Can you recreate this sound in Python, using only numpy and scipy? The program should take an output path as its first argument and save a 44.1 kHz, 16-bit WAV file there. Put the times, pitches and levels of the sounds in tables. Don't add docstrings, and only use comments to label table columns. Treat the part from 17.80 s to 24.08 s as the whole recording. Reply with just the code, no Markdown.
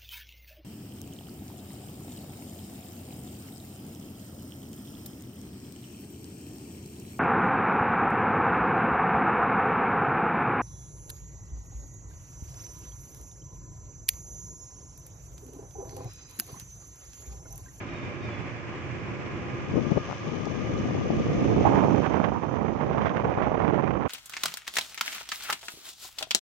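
import sys
import numpy as np
from scipy import signal
from scipy.fft import rfft, irfft, next_fast_len
from scipy.io import wavfile
from scipy.ndimage import uniform_filter1d, map_coordinates

SR = 44100
rng = np.random.default_rng(int(sys.argv[2]) if len(sys.argv) > 2 else 0)


def digitize_waveform(pressure):
    field = np.atleast_2d(pressure).T
    bounded = np.clip(field, -1, 1)
    quanta = np.round(bounded * 32767).astype(np.int16)
    wavfile.write(sys.argv[1], SR, quanta)


N = 276948

# time_s, flow_db, tearing_re_flow_db
FLOW_LEFT = [(0, -58.5, -22), (1.2, -50, -21), (1.9, -35.5, -18), (2.4, -41.5, -15), (2.48, -30, -12.5),
             (3.3, -26, -24), (4.04, -25.5, -15.5), (4.22, -38.5, -30), (4.52, -37, -13),
             (4.62, -41.5, -16), (4.92, -41.5, -12), (5.1, -32.5, -13), (5.42, -35, -7), (5.72, -36, -7),
             (6.0, -39, -4.5), (6.28, -42, -7)]
FLOW_RIGHT = [(0, -58, -14), (.25, -37.5, -30.5), (1.0, -47.5, -16), (1.35, -36, -18), (2.1, -42.5, -23),
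              (2.65, -53.5, -17), (2.9, -31, -24.5), (3.25, -29.5, -26), (3.72, -19.5, -13.5),
              (3.96, -16, -6.5), (4.26, -20.5, -9), (4.44, -21.5, -2.5), (4.6, -27, -4), (4.78, -24, -5.5),
              (5.3, -25, -1), (5.7, -26, 2.5), (5.88, -19, -4.5), (6.28, -25.5, -3)]
# centre_s, half_length_s, change_db
FLOW_LULLS = [(3.431, 0.018, -7), (3.555, .014, -4.5), (3.758, 0.013, -1.5), (3.794, .007, -2),
              (3.84, 0.0076, -1), (3.903, 0.0067, -1.5), (4.08, .01, -5.5), (4.266, 0.017, -5),
              (4.461, 0.0081, -1.5), (4.543, .01, -2.5), (4.604, 0.018, -8), (4.673, 0.01, -1),
              (4.747, 0.011, 2.5), (4.924, .01, -4), (4.982, 0.012, -9.5), (5.073, 0.015, -2),
              (5.313, 0.023, -5.5), (5.416, 0.016, -3), (5.552, 0.03, -4), (5.707, .009, -5),
              (5.92, .01, -3.5), (6.198, .012, -2.5)]
# centre_s, port, half_length_s, level_db, tearing_re_slap_db
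WIND_SLAPS = [(0.274, "left", 0.0073, -33.5, -21), (0.457, "left", 0.027, -35, -28),
              (1.975, "left", 0.019, -16, -21.5), (1.982, "right", 0.024, -27, -27),
              (2.033, "left", 0.09, -23.5, -29), (2.121, "left", 0.014, -19, -15),
              (2.173, "left", 0.008, -11.5, -22), (2.303, "left", 0.022, -36, -7),
              (2.914, "right", .02, -30.5, -25), (3.068, "right", 0.028, -29, -15),
              (3.175, "right", 0.0087, -33.5, -4), (3.363, "right", 0.028, -26, -23),
              (3.396, "right", 0.012, -21, -18), (3.515, "right", 0.017, -29.5, -21),
              (3.663, "right", .025, -19.5, -26), (3.725, "right", 0.013, -19, -23),
              (3.769, "right", .009, -18, -22), (3.813, "right", 0.01, -18.5, -18),
              (3.998, "right", 0.019, -24.5, -13), (4.137, "right", 0.028, -19.5, -19),
              (4.183, "right", 0.0099, -22.5, -26), (4.258, "right", 0.019, -32.5, 9),
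              (4.348, "right", 0.024, -24.5, 0.5), (4.446, "right", 0.0084, -28.5, 6.5),
              (4.571, "right", 0.0099, -30.5, -2), (4.633, "right", 0.011, -33, 5.5),
              (4.77, "right", 0.014, -25.5, -7), (4.895, "right", 0.0097, -26.5, -6),
              (5.001, "right", 0.02, -29.5, 4.5), (5.14, "right", 0.015, -28, 2),
              (5.267, "right", 0.039, -26, 0.5), (5.376, "right", 0.015, -33.5, 2.5),
              (5.464, "right", 0.046, -28, -1), (5.459, "left", 0.022, -28, -14),
              (5.587, "left", 0.004, -23.5, -6), (5.66, "right", 0.037, -23.5, -6.5),
              (5.858, "right", .02, -27, -8), (6.255, "right", 0.022, -34, 6)]
# freq_hz, density_db
BUFFET_SPECTRUM = [(20, -40.5), (35, -29), (60, -7.5), (90, -2.5), (140, 0.5), (220, -3), (330, -8.5),
                   (500, -14.5), (900, -52), (2000, -100)]
FLUTTER_SPECTRUM = [(60, -34), (150, -3), (240, 1.5), (340, 1), (500, -3), (700, -9), (1000, -25.5),
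                    (1600, -40), (4000, -91)]
TEARING_SPECTRUM = [(150, -38.5), (450, 2.5), (800, 4), (1050, 0), (1500, -13.5), (2400, -32.5),
                    (4300, -49), (8000, -67)]
RIPPING_SPECTRUM = [(600, -22), (1100, 10.5), (1500, 5), (2400, -1), (3200, -12), (4300, -26.5),
                    (6200, -32), (8000, -52), (12000, -67.5)]
THUMP_SPECTRUM = [(50, -24), (105, 2), (170, -3), (245, 1), (310, -8), (450, -31), (900, -71.5)]
LUMP_CEILING_DB = 7.5
RIP_GROWTH_DB_PER_DB, RIP_FROM_DB = 0.45, -30
# centre_s, port, half_length_s, peak_db
VORTEX_POPS = [(1.958, "left", 0.00051, -14.5), (2.1195, "left", 0.00046, -14.5),
               (2.174, "left", .00055, -14), (2.2915, "left", 0.0003, -22), (2.3, "left", 0.00024, -22.5),
               (2.313, "left", 0.00021, -18.5), (2.322, "left", .00018, -26), (2.329, "left", 0.00022, -18),
               (2.6717, "left", 0.00035, -18.5), (3.11, "left", 0.00025, -28),
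               (3.3048, "left", 0.00046, -9.5), (3.317, "left", 0.0003, -23),
               (3.399, "right", 0.00038, -19), (3.4676, "left", 0.00036, -18),
               (3.615, "right", 0.00034, -19), (3.643, "left", 0.00017, -26),
               (3.809, "right", 0.00052, -14), (4.084, "right", 0.00039, -8.5),
               (4.204, "right", 0.0005, -8), (4.402, "right", 0.00024, -8.5),
               (4.52, "right", 0.0003, -13.5), (4.686, "right", 0.00039, -22),
               (4.831, "right", 0.00027, -16.5), (4.927, "right", 0.00062, -17),
               (5.1048, "right", 0.00049, -14.5), (5.183, "right", 0.00021, -14),
               (5.576, "left", 0.00047, -17), (5.584, "left", 0.00034, -14),
               (5.6164, "right", 0.00029, -10), (5.718, "right", 0.00032, -10.5),
               (5.78, "right", 0.00046, -12.5), (5.821, "right", .0003, -14.5),
               (5.885, "right", 0.00041, -15), (5.935, "right", .00042, -11.5),
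               (5.99, "right", 0.00028, -10.5), (6.2, "right", 0.00034, -18)]
SLAP_FAR_PORT_DB, POP_FAR_PORT_DB = -28, -23.5
# centre_s, half_length_s, level_db
BRIGHT_RIPS = [(4.262, 0.0055, -37), (4.448, .008, -32), (4.989, 0.0027, -34.5), (5.134, .016, -40),
               (5.186, .008, -34.5), (5.218, .007, -30.5), (5.261, 0.004, -27), (5.281, .004, -30.5),
               (5.295, .004, -33), (5.371, .008, -33), (5.488, .03, -44), (5.643, .02, -38)]
# freq_hz, density_db
BRIGHT_RIP_SPECTRUM = [(800, -27), (1500, 5), (2400, -5.5), (3300, -11.5), (4300, -27), (6200, -28),
                       (8000, -52.5)]
# start_s, centre_hz, level_db, fade_db_per_s
HOWL_GUSTS = [(3.849, 820, -12, 284), (3.927, 840, -21, 72), (4.54, 1000, -28, 202), (4.625, 820, -27, 332),
              (4.809, 970, -27.5, 702), (5.178, 965, -19.5, 480), (5.238, 516, -28, 330),
              (5.715, 603, -24, 600), (5.93, 420, -23.5, 328), (5.987, 784, -26, 700)]
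# multiple_of_centre, density_db
HOWL_SPECTRUM = [(.375, -45.5), (.8, -5), (1, 2), (1.19, -5), (1.44, -14), (2, -35.5), (3.75, -85)]
HOWL_ATTACK_S = 0.0071

# time_s, roll_db, spray_and_song_db, drone_and_hum_db
RIDE_LEVELS = [(0, -37.5, -59, -50.5), (.9, -36, -62, -51.5), (1.7, -36, -60.5, -47.5),
               (2.1, -38.5, -50, -48.5), (2.8, -38, -51, -50), (3.8, -36, -49.5, -52),
               (4.2, -38.5, -52, -58), (4.6, -45.5, -58.5, -63), (5.3, -48, -59.5, -54),
               (6.28, -49, -64.5, -63)]
# freq_hz, density_db
ROLL_SPECTRUM = [(20, -28), (45, -9), (110, 6), (215, -5), (350, -3.5), (440, -9.5), (850, -16.5),
                 (1100, -12), (1400, -16.5), (2350, -12.5), (3100, -23), (3900, -34), (6100, -35),
                 (7900, -42.5), (9000, -69.5)]
# freq_hz, left_re_right_db
ROLL_BALANCE = [(60, -0.5), (190, -7), (350, -1), (700, 7), (1200, -1.5), (2100, -4), (3000, -3),
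                (4200, 2.5), (7500, 0.5)]
# freq_hz, correlation
ROLL_CORRELATION = [(60, 0.084), (200, 0.76), (370, 1), (700, 0.98), (1250, 0.18), (2300, 0.27),
                    (4200, -0.31), (7700, -0.08)]
# freq_hz, density_db
SPRAY_SPECTRUM = [(1000, -25), (2200, 6), (3000, 6.5), (3900, 0), (4600, -1), (5800, 1.5), (6250, 6.5),
                  (6700, -5), (7800, -17), (10500, -10.5), (15000, -20.5)]
# centre_hz, half_width_hz, rms_db
TYRE_RESONANCES = [(1164, 23, -0.5), (1215, 34, 2), (2982, 26, -8.5), (3420, 24, -15)]
# time_s, pitch_ratio
SONG_PITCH = [(2.1, 1), (2.7, 1.01), (3.3, .985), (3.8, 1.03)]
# centre_hz, half_width_hz, rms_db
DRIVE_RESONANCES = [(250, 25, -3.5), (339, 12, -7), (533, 24, -4.5), (582, 7.7, -6), (747, 14, -17),
                    (1040, 70, -3), (1250, 37, -12.5), (1645, 35, -6), (2434, 33, -11.5), (5240, 58, -27.5)]
# pitch_hz, level_re_drone_db, pitch_waver_ratio, left_re_right_db
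DRIVE_TONES = [(346.3, 0.5, 0.0055, 0), (498, -7, 0.0055, 3.5), (718, -14.5, 0.0037, 2.5),
               (812, -13, .008, -5.5), (1222, -11.5, 0.003, -3), (1417, -16, .003, 5.5),
               (1680, -16, .003, -7), (1727, -21.5, 0.0033, 3), (2420, -15, .003, -5),
               (3416, -24, .002, 10)]

# start_s, length_s, fall_s, first_pitch_hz, last_pitch_hz, level_db
BIRD_WAILS = [(0.063, 0.34, .25, 633, 594, -57), (0.398, .3, .15, 624, 571.4, -55)]
FALLING_WHISTLES = [(0.811, 0.19, 0.14, 965, 770, -54), (0.904, 0.19, 0.16, 1201, 1025, -60)]
# freq_hz, gain_db
THROAT_GAIN = [(600, 5), (1200, -16), (1850, -11), (2280, 1.5), (2400, 7), (2500, -1.5), (2950, -15),
               (3420, -1), (3560, -9), (3720, -5), (4200, -16), (4900, -10.5), (5200, -21), (5560, -12),
               (6200, -30)]
CALL_ATTACK_S, CALL_RELEASE_S, CALL_FADE_DB_PER_S = 0.045, .07, 12
DULLING_DB_PER_S, DULLING_FROM_HZ = 40, 4000
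# start_s, level_db
SHARP_TICK = (2.6546, -40)
# freq_hz, density_db
TICK_SPECTRUM = [(1500, -29), (3500, -1), (6000, 0), (8000, -8), (15000, -13)]

SHELF_HZ, SHELF_DB = 8050, -20.5
SELF_NOISE_DB, TOP_HZ = -93, 15200


def amp(db):
    return 10 ** (np.asarray(db) / 20)


def unit(x):
    return x / np.sqrt(np.mean(x ** 2) + 1e-20)


def along(points, hz):
    f, v = np.transpose(points)
    return np.interp(np.log(hz + 1), np.log(f + 1), v)


def clock():
    return np.arange(N) / SR


def curves(rows):
    s, *cols = np.transpose(rows)
    return [np.interp(clock(), s, c) for c in cols]


def bell(centre_s, half_s):
    return np.exp(-np.minimum(((clock() - centre_s) / half_s) ** 2, 50))


def wobble(rate_hz):
    return map_coordinates(rng.standard_normal(8192), [clock() * rate_hz], mode="wrap")


def filtered(x, response):
    m = next_fast_len(N + 8192)
    spectrum = rfft(x, m) * response(np.fft.rfftfreq(m, 1 / SR))
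    return irfft(spectrum, m)[..., :N]


def coloured(x, spectrum):
    return unit(filtered(x, lambda hz: amp(along(spectrum, hz))))


def ringing(modes):
    def response(hz):
        power = 0
        for centre_hz, half_width_hz, rms_db in modes:
            peak = unit(1 / (1 + ((hz - centre_hz) / half_width_hz) ** 2))
            power = power + amp(rms_db) ** 2 * peak ** 2
        return np.sqrt(power)
    return filtered(rng.standard_normal((2, N)), response)


def panned(x, left_db):
    return x * amp(np.array([[left_db], [-left_db]]) / 2)


def sliding(x, ratio):
    return np.array([map_coordinates(channel, [np.cumsum(ratio)], mode="mirror") for channel in x])


def wind():
    left = port(FLOW_LEFT, "left", buffet_db=0.0, flutter_db=-5.0, tear_db=0.5, rip_db=-14.5, thump_db=-7.0)
    right = port(FLOW_RIGHT, "right", buffet_db=-3.0, flutter_db=-4.5, tear_db=-1.6, rip_db=-12.0,
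                 thump_db=-6.0)
    return np.array([left, right]) + pops() + rips() + howl()


def port(flow, side, buffet_db, flutter_db, tear_db, rip_db, thump_db):
    flow_db, edge_db = curves(flow)
    if side == "right":
        flow_db = flow_db + sum(db * bell(s, half_s) for s, half_s, db in FLOW_LULLS)
    slap_power, high_power = 0, amp(flow_db + edge_db) ** 2
    for s, hit, half_s, db, slap_edge_db in WIND_SLAPS:
        felt_db = db if hit == side else db + SLAP_FAR_PORT_DB
        power = amp(felt_db) ** 2 * bell(s, half_s)
        slap_power = slap_power + power
        high_power = high_power + power * amp(slap_edge_db) ** 2
    low_power = amp(flow_db) ** 2 + slap_power / 2

    lumps_db = 4.6 * wobble(55) + 3.4 * wobble(170)
    shreds_db = 1.5 * wobble(70) + 3.6 * wobble(450)
    force_db = 10 * np.log10(low_power / low_power.mean())
    buffet_gain = amp(buffet_db - 0.33 * np.maximum(force_db, 0))
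    buffet = buffet_gain * eddies(BUFFET_SPECTRUM, 0.69 * lumps_db)
    flutter_gain = amp(flutter_db + 0.19 * force_db)
    flutter = flutter_gain * eddies(FLUTTER_SPECTRUM, 0.51 * lumps_db + 3.3 * wobble(260))
    tearing = amp(tear_db) * eddies(TEARING_SPECTRUM, 0.56 * lumps_db + shreds_db + 2.0 * wobble(110))
    excess_db = np.maximum(10 * np.log10(high_power) - RIP_FROM_DB, 0)
    rip_gain = amp(rip_db + RIP_GROWTH_DB_PER_DB * excess_db + 2.0 * wobble(24))
    rip_lumps_db = 0.67 * lumps_db + 0.94 * shreds_db + 2.0 * wobble(240)
    ripping = rip_gain * eddies(RIPPING_SPECTRUM, rip_lumps_db)
    thump = amp(thump_db) * eddies(THUMP_SPECTRUM, lumps_db / 2)
    low = np.sqrt(low_power) * (buffet + flutter)
    high = np.sqrt(high_power) * (tearing + ripping)
    return low + high + np.sqrt(slap_power) * thump


def eddies(spectrum, lumps_db):
    lumpy = rng.standard_normal(N) * amp(np.minimum(lumps_db, LUMP_CEILING_DB))
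    pressure = coloured(lumpy, spectrum)
    power = uniform_filter1d(uniform_filter1d(pressure ** 2, size=1700), size=900)
    return pressure / np.sqrt(np.abs(power) + 1e-6)


def pops():
    out = np.zeros((2, N))
    for s, hit, half_s, peak_db in VORTEX_POPS:
        u = np.clip((clock() - s) / half_s, -10, 10)
        reach = amp([[0 if side == hit else POP_FAR_PORT_DB] for side in ("left", "right")])
        out += amp(peak_db) * reach * -u * np.exp((1 - u * u) / 2)
    return out


def rips():
    level = sum(amp(db) * bell(s, half_s) for s, half_s, db in BRIGHT_RIPS)
    return np.outer([0, 1], level * eddies(BRIGHT_RIP_SPECTRUM, 3.5 * wobble(450)))


def howl():
    out, lumps_db = 0, 1.1 * wobble(120)
    for s, centre_hz, db, fade_db_per_s in HOWL_GUSTS:
        age_s = np.maximum(clock() - s, 0)
        fade = amp(np.maximum(db - fade_db_per_s * age_s, -200))
        level = np.minimum(age_s / HOWL_ATTACK_S, 1) * fade
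        spectrum = [(centre_hz * multiple, density_db) for multiple, density_db in HOWL_SPECTRUM]
        out = out + level * eddies(spectrum, lumps_db)
    return np.outer([0, 1], out)


def vehicle():
    roll_db, spray_db, drone_db = curves(RIDE_LEVELS)
    bumps_db = 0.27 * wobble(6.8) + 0.94 * wobble(45)
    spray_noise = rng.standard_normal((2, N)) * amp(2.4 * wobble(600))
    spray = panned(coloured(spray_noise, SPRAY_SPECTRUM), left_db=11.5) * amp(-4.0)
    song = sliding(ringing(TYRE_RESONANCES), curves(SONG_PITCH)[0]) * amp(0.75 * wobble(10.0))
    drone = panned(ringing(DRIVE_RESONANCES), left_db=-3.0)
    return amp(roll_db + bumps_db) * rolling() + amp(spray_db) * (spray + song) + amp(drone_db) * drone


def rolling():
    def mid_side(hz):
        angle = np.arccos(np.clip(along(ROLL_CORRELATION, hz), -1, 1)) / 2
        return amp(along(ROLL_SPECTRUM, hz)) * [np.cos(angle), np.sin(angle)]

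    def balance(hz):
        return amp(np.outer([.5, -.5], along(ROLL_BALANCE, hz)))
    mid, side = filtered(rng.standard_normal((2, N)), mid_side)
    return unit(filtered(np.array([mid + side, mid - side]), balance))


def hum():
    _, _, drone_db = curves(RIDE_LEVELS)
    out = 0
    for pitch_hz, db, waver, left_db in DRIVE_TONES:
        phase = 2 * np.pi * np.cumsum(pitch_hz * (1 + waver * wobble(25))) / SR
        level = np.sqrt(2) * amp(drone_db + db + 2.5 * wobble(9))
        out = out + panned(level * np.sin(phase), left_db)
    return out


def birds(t60_s=0.28, echo_db=-7):
    wails = sum(call(row, THROAT_GAIN, waver=0.00344, count=9) for row in BIRD_WAILS)
    whistles = sum(call(row, [(1000, 0.0047)], waver=0.0066, count=1) for row in FALLING_WHISTLES)
    direct = wails + whistles
    t = clock()[:SR // 2]
    trees = rng.standard_normal((2, len(t))) * amp(-60 * t / t60_s)
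    echo = signal.fftconvolve(direct[None], trees / np.linalg.norm(trees[0]), axes=1)[:, :N]
    return direct + amp(echo_db) * echo


def call(row, throat, waver, count):
    s, length_s, fall_s, first_hz, last_hz, db = row
    age_s = np.clip(clock() - s, 0, length_s)
    fallen = np.sin(np.pi / 2 * np.minimum(age_s / fall_s, 1)) ** 2
    pitch_hz = first_hz + (last_hz - first_hz) * fallen
    phase = 2 * np.pi * np.cumsum(pitch_hz * (1 + waver * wobble(90))) / SR
    swell = np.minimum(age_s / CALL_ATTACK_S, 1) * np.minimum((length_s - age_s) / CALL_RELEASE_S, 1)
    tone = 0
    for k in range(1, count + 1):
        dulling_db = DULLING_DB_PER_S * age_s * (k * first_hz > DULLING_FROM_HZ)
        partial_db = along(throat, k * pitch_hz) - dulling_db + 1.6 * wobble(45)
        tone = tone + amp(partial_db) * np.sin(k * phase)
    return np.sqrt(2) * swell * amp(db - CALL_FADE_DB_PER_S * age_s) * tone


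def tick():
    s, db = SHARP_TICK
    age_s = clock() - s
    fade = amp(db - 60 * np.abs(age_s) / .02)
    return (age_s > 0) * fade * coloured(rng.standard_normal((2, N)), TICK_SPECTRUM)


def scene():
    return wind() + vehicle() + hum() + birds() + tick()


def record(dry):
    def shelf(hz):
        return amp(SHELF_DB) + (1 - amp(SHELF_DB)) / (1 + (hz / SHELF_HZ) ** 70)
    dulled = filtered(dry * signal.windows.tukey(N, .001), shelf)
    hiss = amp(SELF_NOISE_DB) * rng.standard_normal((2, N))
    return filtered(dulled + hiss, lambda hz: hz < TOP_HZ)


dry = scene()
out = record(dry)
digitize_waveform(out)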